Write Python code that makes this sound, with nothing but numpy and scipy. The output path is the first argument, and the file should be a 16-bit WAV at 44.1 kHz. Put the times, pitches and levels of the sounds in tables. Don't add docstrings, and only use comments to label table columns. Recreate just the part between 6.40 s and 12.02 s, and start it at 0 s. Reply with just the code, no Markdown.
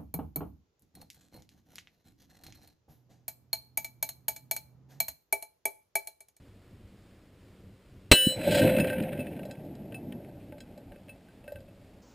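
import sys
import numpy as np
from scipy import signal
from scipy.fft import rfft, irfft
from scipy.io import wavfile
from scipy.ndimage import uniform_filter1d

SR = 44100
rng = np.random.default_rng(int(sys.argv[2]) if len(sys.argv) > 2 else 0)


def unload_audio(sound):
    columns = np.transpose(np.atleast_2d(sound))
    steps = np.round(np.clip(columns, -1, 1) * 32767)
    wavfile.write(sys.argv[1], SR, steps.astype(np.int16))


def how_loud(loudness_db):
    steps = np.asarray(loudness_db, float) / 20
    return 10 ** steps


N = 247842
T = np.arange(N) / SR

STRIKE_S = 1.7149
# f/Hz, level/dB, t60/s, lobe
# passes t/s, half-width/s
PLATE_MODES = [(370, -45, .17, 1.72, .5), (520, -40, 6.0, 1.92, 0.17), (520, -8, 1.9, 2.25, 0.16),
               (520, -11, 2.2, 2.55, 0.42), (4021, -37, 4.0, 2.2, .26), (4021, -8, .14, 1.72, .075),
               (4021, -28.5, 4.0, 1.905, .065), (4021, -37, 4, 1.83, .05), (4220, -14, .14, 1.72, .11),
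               (2973, -32, 4.0, 2.18, .11),
               (603, -44, .47, 1.72, .5), (1577, -30, .6, 1.72, .25), (1771, -42, 3.0, 1.76, .2),
                   (1983, -33, .35, 1.72, .3), (2336, -40, .25, 1.72, .3), (2664, -19, .36, 1.74, .17),
                   (2638, -36, .5, 1.76, .2), (2973, -17.5, 2.5, 1.8, .155), (3108, -38, .4, 1.72, .3),
                   (3338, -34, .5, 1.74, .2), (3823, -33, .6, 1.79, .1), (4958, -47, 1.2, 1.78, .17),
                   (5083, -52, 1.0, 1.8, .17), (5315, -43, 2.0, 1.8, .19), (5987, -38, .4, 1.74, .06),
                   (5990, -56, 2, 1.85, .05)]
# f/Hz, level/dB per Hz
LEAD_SPLASH = [(24, -25), (45, -4.5), (330, -2), (750, -9), (1400, -8), (2400, -7), (2700, -2), (3600, -15),
               (4050, -1.5), (4600, -12.5), (5900, -10.5), (7600, -46)]
# f/Hz, level/dB per Hz
FRAGMENT_SPRAY = [(40, -9), (150, -5), (400, 1.5), (800, -8), (1200, -17.5), (2200, -8), (3500, -13.5),
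                  (5800, -16), (7500, -63)]
# t/s, length/s, size
SHOCK_PULSES = [
    (1.7149, .0003, .55),
    (1.7153, .0022, -0.84),
    (1.718, .002, -0.36),
    (1.719, 0.009, 0.21),
    (1.736, .003, -0.18),
    (1.738, .002, 0.098),
]
# f/Hz, level/dB per Hz
HILL_COLOUR = [(18, -43.5), (30, -15), (59, -12), (119, 0.5), (145, 1.5), (271, 2), (450, -10), (500, -11),
               (650, -35.5), (1100, -120)]
# f/Hz, level/dB per Hz
TREE_COLOUR = [(250, -30.5), (400, -6.5), (600, 8), (880, -1.5), (1000, -14), (1300, -35)]
# t/s, level/dB, tree line relative level/dB, rise/s, t60/s
HILL_RETURNS = [(1.755, -43, -19, 0.0092, 0.059), (1.88, -35.5, -31, .012, 0.19),
                (2.0, -35.5, -14, 0.034, 0.82), (2.09, -25, -17, 0.019, 0.93),
                (2.24, -21.5, -15.5, 0.027, 0.53), (2.39, -25.5, -14, 0.018, 0.48),
                (2.62, -35, -13.5, 0.13, 3.35), (3.32, -45, -18, 0.094, 4.3),
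                (3.75, -43.5, -17.5, 0.28, 2.25), (4.119, -47, -19, .02, .3), (4.32, -56, -8, .05, 6.5)]
# f/Hz, level/dB, t60/s
FRAME_TUBES = [(517, -14, .5), (575.7, 4.5, 0.12), (612.6, -5, 0.14), (861.5, -26.5, 0.12), (684, -24, .08)]
# f/Hz, level/dB, t60/s
HOOK_TUBE = [(582.3, -1, 0.12), (559.5, -3, 0.092), (535, -14, 0.53), (853, -17.5, 0.124)]
# f/Hz, level/dB, t60/s
LOW_LINK = [(1558, 1.5, 0.11), (1586, -10.5, 0.3), (1860, -3.5, 0.063), (1930, -24, 0.08)]
MID_LINK = [(2619, 4, 0.12), (2350, -9.5, 0.04), (3000, -17, 0.076), (2160, -10.5, 0.02)]
HIGH_LINK = [(3270, -5.5, 0.087), (4044, 1, 0.059), (3762, -15, 0.043), (4880, -20, 0.086),
             (5010, -9.5, 0.11), (5378, -13, 0.073)]
# t/s, level/dB
CHAIN_SHAKE = [
    (1.76, -71),
    (1.83, -50),
    (1.91, -43),
    (1.94, -50.5),
    (2.12, -35.5),
    (2.4, -39.5),
    (2.5, -43),
    (3.15, -68.5),
    (5.6, -81),
]
# t/s, level/dB, t60/s
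FRAME_TUGS = [(1.88, -42, .5), (2.078, -22.5, 0.65), (2.13, -16, 0.6), (2.23, -17, 0.22), (2.36, -25, 0.64),
              (2.58, -34.5, 0.69), (2.81, -36, 0.39), (3.1, -39, 0.17), (3.26, -39, .18), (3.739, -49, 1.5),
              (4.18, -50, 0.32), (5.09, -49.5, 1.4)]
# f/Hz, level/dB per Hz
CHAIN_SCRAPE = [(530, -13.5), (900, -8.5), (1180, -17.5), (1550, -0.5), (1690, -4), (2540, 1),
                (3510, -11.5), (3920, -15), (5900, -43), (7670, -71), (13000, -120)]
# f/Hz, level/dB per Hz
FALLING_GRIT = [(900, -36), (1500, -16), (2500, -1), (3200, 1.5), (4200, -0.5), (5200, -7), (5900, -12),
                (7500, -60)]
# t/s, click level/dB, then relative level/dB of hook tube and struck link
LOW_KNOCKS = [(2.0744, -26, 11, -8), (2.2164, -18, 1, -3.5), (2.384, -21.5, 0, -5), (2.4446, -24, -3, -9.5),
              (2.4992, -25, 3.5, -2.5), (2.5294, -28.5, 5, -3.5), (2.5494, -49, 6, -11),
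              (2.6047, -38, 8, -5), (2.72, -35, -3, -12), (2.7302, -30.5, -2.5, -13), (2.7629, -43, 0, -10),
              (2.9644, -42, 3, -5), (2.9925, -37, 7.5, -8), (3.1, -47.5, -2, 0), (3.5229, -37, 2, -14),
              (3.7233, -33, -23, -15), (3.8465, -46, -11, -17.5), (3.89, -50, -8, -10),
              (4.1225, -41, 8, -14), (4.5201, -44, 6.5, -9), (4.8854, -50, -1, -5.5),
              (5.0777, -42.5, 12, 3), (5.1574, -39.5, 1, -7.5)]
MID_KNOCKS = [(2.2487, -31.5, 6, -3.5), (2.2992, -31, 10, -12), (2.3486, -29, 2, -12),
              (2.3655, -22, 0, -9.5), (2.3991, -17, -9, -6), (2.7753, -35.5, -3, -13), (2.7926, -38, 1, -4),
              (2.8025, -39, 11, -4), (2.6372, -31, 0, -19), (2.8679, -31.5, -3, -19),
              (3.0315, -35.5, -2.5, -20), (3.5438, -36.5, -19, -1.5), (4.56, -47, 5, -15),
              (4.593, -60, -2, -15), (4.683, -45, -1, -16), (4.6921, -47.5, -1, 3.5),
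              (5.0404, -46.5, 0, -16), (5.2816, -50.5, -14.5, -12)]
HIGH_KNOCKS = [(2.0394, -30, 6, -15), (2.1181, -21.5, 0, -5), (2.149, -20.5, 6, -7.5),
               (2.1744, -24, -1, -4), (2.1894, -23.5, -2, -7.5), (2.4708, -35.5, -15, -11.5),
               (2.625, -40, -5, -12.5), (3.052, -46, 14, -6.5), (3.1103, -40, -2, -7),
               (3.2494, -54.5, 19, -11), (3.3523, -49, -7, -13), (3.693, -68, 8, -14),
               (4.1819, -46, 3.5, -15), (4.2043, -45, -8, -2.5), (4.3765, -53, 18.5, -7.5),
               (5.1204, -44.5, 16.5, -14), (5.2044, -53, 8.5, -11)]
LINK_PASSES_DB = [(-1.5, -13, -19.5), (-16, -0.5, -14), (0.5, -11.5, 2)]
# f/Hz, level/dB per Hz
DULL_TICK = [(900, -18), (1300, -6.5), (1800, 0.5), (2800, 1.5), (3600, -8), (5500, -28.5)]
BRIGHT_TICK = [(2000, -26), (3200, -8), (5000, -5), (5800, -14), (7000, -50)]
# f/Hz, level/dB per Hz
MEADOW_AIR = [(12, -30.5), (20, -11), (66, -6.5), (98, -2), (162, -12.5), (192, -4), (216, -13), (243, -10),
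              (401, -15), (546, -18.5), (859, -28.5), (2450, -31), (5900, -37.5), (7670, -68.5),
              (13000, -120)]
MEADOW_DB = -55.5
# f/Hz, level/dB per Hz
CHANNEL_HISS = [(18, -33), (30, -2.5), (141, 0), (593, -13), (3710, -12.5), (5280, -13.5), (5900, -30),
                (7670, -61), (13000, -120)]


def noise():
    return rng.standard_normal(N)


def shaped(x, points):
    hz, db = np.transpose(points)
    f = np.maximum(np.arange(len(x) // 2 + 1) * SR / len(x), 1)
    gain = how_loud(np.interp(np.log(f), np.log(hz), db))
    y = irfft(rfft(x) * gain, len(x))
    return y / np.std(y)


def walk(rate):
    k = int(SR / rate)
    steps = np.repeat(rng.standard_normal(N // k + 1), k)
    return 1.4 * uniform_filter1d(uniform_filter1d(steps, k), k)[:N]


def fade(t, t60):
    return (t >= 0) * how_loud(-60 * np.maximum(t, 0) / t60)


def bell(t, width_s):
    return np.exp(-.5 * (t / width_s) ** 2)


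def half_wave(t, length_s):
    return np.sin(np.pi * np.clip(t / length_s, 0, 1))


def swells(s, db, rise_s, t60):
    t = T[::64, None] - s
    each = how_loud(db) * np.where(t < 0, bell(np.minimum(t, 0), rise_s), fade(t, t60))
    total = np.sqrt(np.sum(each ** 2, axis=1))
    return (T > STRIKE_S) * np.interp(T, T[::64], total)


def ring(drive, modes, rise_s):
    out = 0
    slide = np.exp(-1 / (rise_s * SR))
    for (hz, db, t60), force in zip(modes, np.broadcast_to(drive, (len(modes), N))):
        turn = np.exp(2j * np.pi * hz / SR)
        poles = np.convolve([1, -turn * slide], [1, -turn * how_loud(-60 / (t60 * SR))])
        out = out + how_loud(db) * (1 - slide) * signal.lfilter([1], poles, force).imag
    return out


def plate():
    near = slice(int(STRIKE_S * SR), int((STRIKE_S + 1.4) * SR))
    t = T[near] - STRIKE_S
    swell = 1 - fade(t, .02)
    modes = PLATE_MODES
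    phases = {mode[0]: rng.random() for mode in modes}
    out = np.zeros(N)
    for hz, db, t60, passes, width in modes:
        lobe = np.cos(np.pi / 2 * np.clip((T[near] - passes) / width, -1, 1)) + 0.014
        out[near] += how_loud(db) * swell * fade(t, t60) * lobe * np.sin(2 * np.pi * (hz * t + phases[hz]))
    for pitch, size, phase in rng.random((70, 3)):
        hz = 1400 + 4500 * pitch ** 1.8
        out[near] += how_loud(-55 - 18 * size) * fade(t, .8) * np.sin(2 * np.pi * (hz * t + phase))
    return out


def splash():
    t = T - STRIKE_S
    burst = (t >= 0) / (1 + np.exp(np.minimum((t - .0135) / .0012, 50)))
    lead = shaped(noise(), LEAD_SPLASH) * how_loud(-10.0) * burst
    spray = shaped(noise(), FRAGMENT_SPRAY) * (how_loud(-10) * fade(t, 0.086) + how_loud(-46.5) * fade(t, 2.4))
    return lead + spray


def shock():
    return sum(size * half_wave(T - s, length) for s, length, size in SHOCK_PULSES)


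def report():
    t = T - 1.8724
    blast = bell(t, 0.0018) * np.cos(2 * np.pi * 211 * t + 0.96)
    return how_loud(-10) * (blast + 0.063 * half_wave(t - .003, 0.0057))


def echoes():
    s, db, tree_db, rise_s, t60 = np.transpose(HILL_RETURNS)
    hills = shaped(noise(), HILL_COLOUR) * swells(s, db, rise_s, t60) * how_loud(1.5 * walk(45))
    tree_level = swells(s, db + tree_db, rise_s, 1.25 * t60) * how_loud(3.0 + 1.5 * walk(60))
    return hills + shaped(noise(), TREE_COLOUR) * tree_level


def frame_and_chains():
    shake = how_loud(np.interp(T, *np.transpose(CHAIN_SHAKE), left=-120))
    tug_s, tug_db, tug_t60 = np.transpose(FRAME_TUGS)
    shiver = np.hypot(swells(tug_s, tug_db, .03, tug_t60), how_loud(7) * shake)
    hits = rng.random(N) < 400 / SR
    hail = hits * noise() * how_loud(3.4 * rng.exponential(size=N))
    frame = ring(hail + 0.074 * noise(), FRAME_TUBES, rise_s=0.0021)
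    links = ring(hail, LOW_LINK + MID_LINK + HIGH_LINK[:1], rise_s=0.0013)
    scrape = shaped(noise() * how_loud(2.8 * walk(150)), CHAIN_SCRAPE)
    rattle = how_loud(-8) * links / np.std(links) + how_loud(-1.0) * scrape
    rattle *= np.clip((T - 1.86) / 0.15, .3, 1)
    return how_loud(-6.5) * shiver * frame / np.std(frame) + shake * rattle


def clinks():
    groups = [LOW_KNOCKS, MID_KNOCKS, HIGH_KNOCKS]
    s, db, hook_db, link_db = np.transpose(sum(groups, []))
    struck = np.repeat(LINK_PASSES_DB, [len(group) for group in groups], axis=0)
    low_db, mid_db, high_db = link_db + struck.T
    at = (s * SR).astype(int)
    bodies = [(HOOK_TUBE, hook_db, -7.0, 0.0026), (LOW_LINK, low_db, -5.0, 0.003),
              (MID_LINK, mid_db, -2.0, 0.0013), (HIGH_LINK, high_db, -4.5, .002)]
    out = np.zeros(N)
    for modes, share_db, trim_db, rise_s in bodies:
        spread_db = 2.2 * rng.standard_normal((len(modes), len(s)))
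        drive = np.zeros((len(modes), N))
        drive[:, at] = how_loud(db + share_db + trim_db + spread_db)
        out += ring(drive, modes, rise_s)
    order = np.sort(s)
    since = T - order[np.maximum(np.searchsorted(order, T) - 1, 0)]
    out *= how_loud(-10 / (1 + np.exp(np.clip((0.042 - since) / 0.006, -30, 30))))
    touch = (1 - fade(T[:1200], 0.0018)) * fade(T[:1200], 0.023)
    for colour, tick_db in [(DULL_TICK, db - 8.0), (BRIGHT_TICK, db + high_db - 0.5)]:
        knock = np.zeros(N)
        knock[at] = how_loud(tick_db - 9 * (s < 2.33))
        out += signal.fftconvolve(knock, touch)[:N] * shaped(noise(), colour)
    return out


def grit():
    t = T - 2.15
    patter = shaped(noise(), FALLING_GRIT) * how_loud(2.5 * walk(220))
    return patter * how_loud(-38.5) * bell(t, np.where(t < 0, .06, .09))


def meadow():
    air = shaped(noise(), MEADOW_AIR)
    breeze = signal.sosfiltfilt(signal.butter(2, 300, fs=SR, output="sos"), air)
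    gusts = breeze * how_loud(.6 * walk(.8) + 2.2 * walk(14)) + (air - breeze) * how_loud(.6 * walk(9))
    hum_hz = 97 + 4.6 * walk(4)
    hum = how_loud(-11.0 + 2.5 * walk(0.91)) * np.sin(2 * np.pi * np.cumsum(hum_hz) / SR)
    duck_db = -22 * fade(T - STRIKE_S, 1.2)
    return (gusts + hum) * how_loud(MEADOW_DB - 0.17 + duck_db)


def scene():
    mono = plate() + splash() + shock() + report() + echoes()
    mono += frame_and_chains() + clinks() + grit() + meadow()
    deep = signal.sosfilt(signal.butter(2, 80, fs=SR, output="sos"), mono)
    side = how_loud(-47) * mono * walk(400) - how_loud(-29) * deep
    side += how_loud(MEADOW_DB - 24) * shaped(noise(), CHANNEL_HISS)
    return np.array([mono + side, mono - side])


def top_cut(x):
    return signal.sosfilt(signal.butter(12, 16490, fs=SR, output="sos"), x)


def record(dry):
    coarse = signal.resample_poly(dry, 40, 147, axis=1)
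    loud = np.clip(coarse, -.72, .72)
    held = np.repeat(loud, 4, axis=1)
    played = signal.resample_poly(held, 147, 160, axis=1)[:, :N]
    low_pass = signal.cheby2(14, 30, 15600, fs=SR, output="sos")
    return top_cut(signal.sosfiltfilt(low_pass, played))


dry = scene()
out = record(dry)
unload_audio(out)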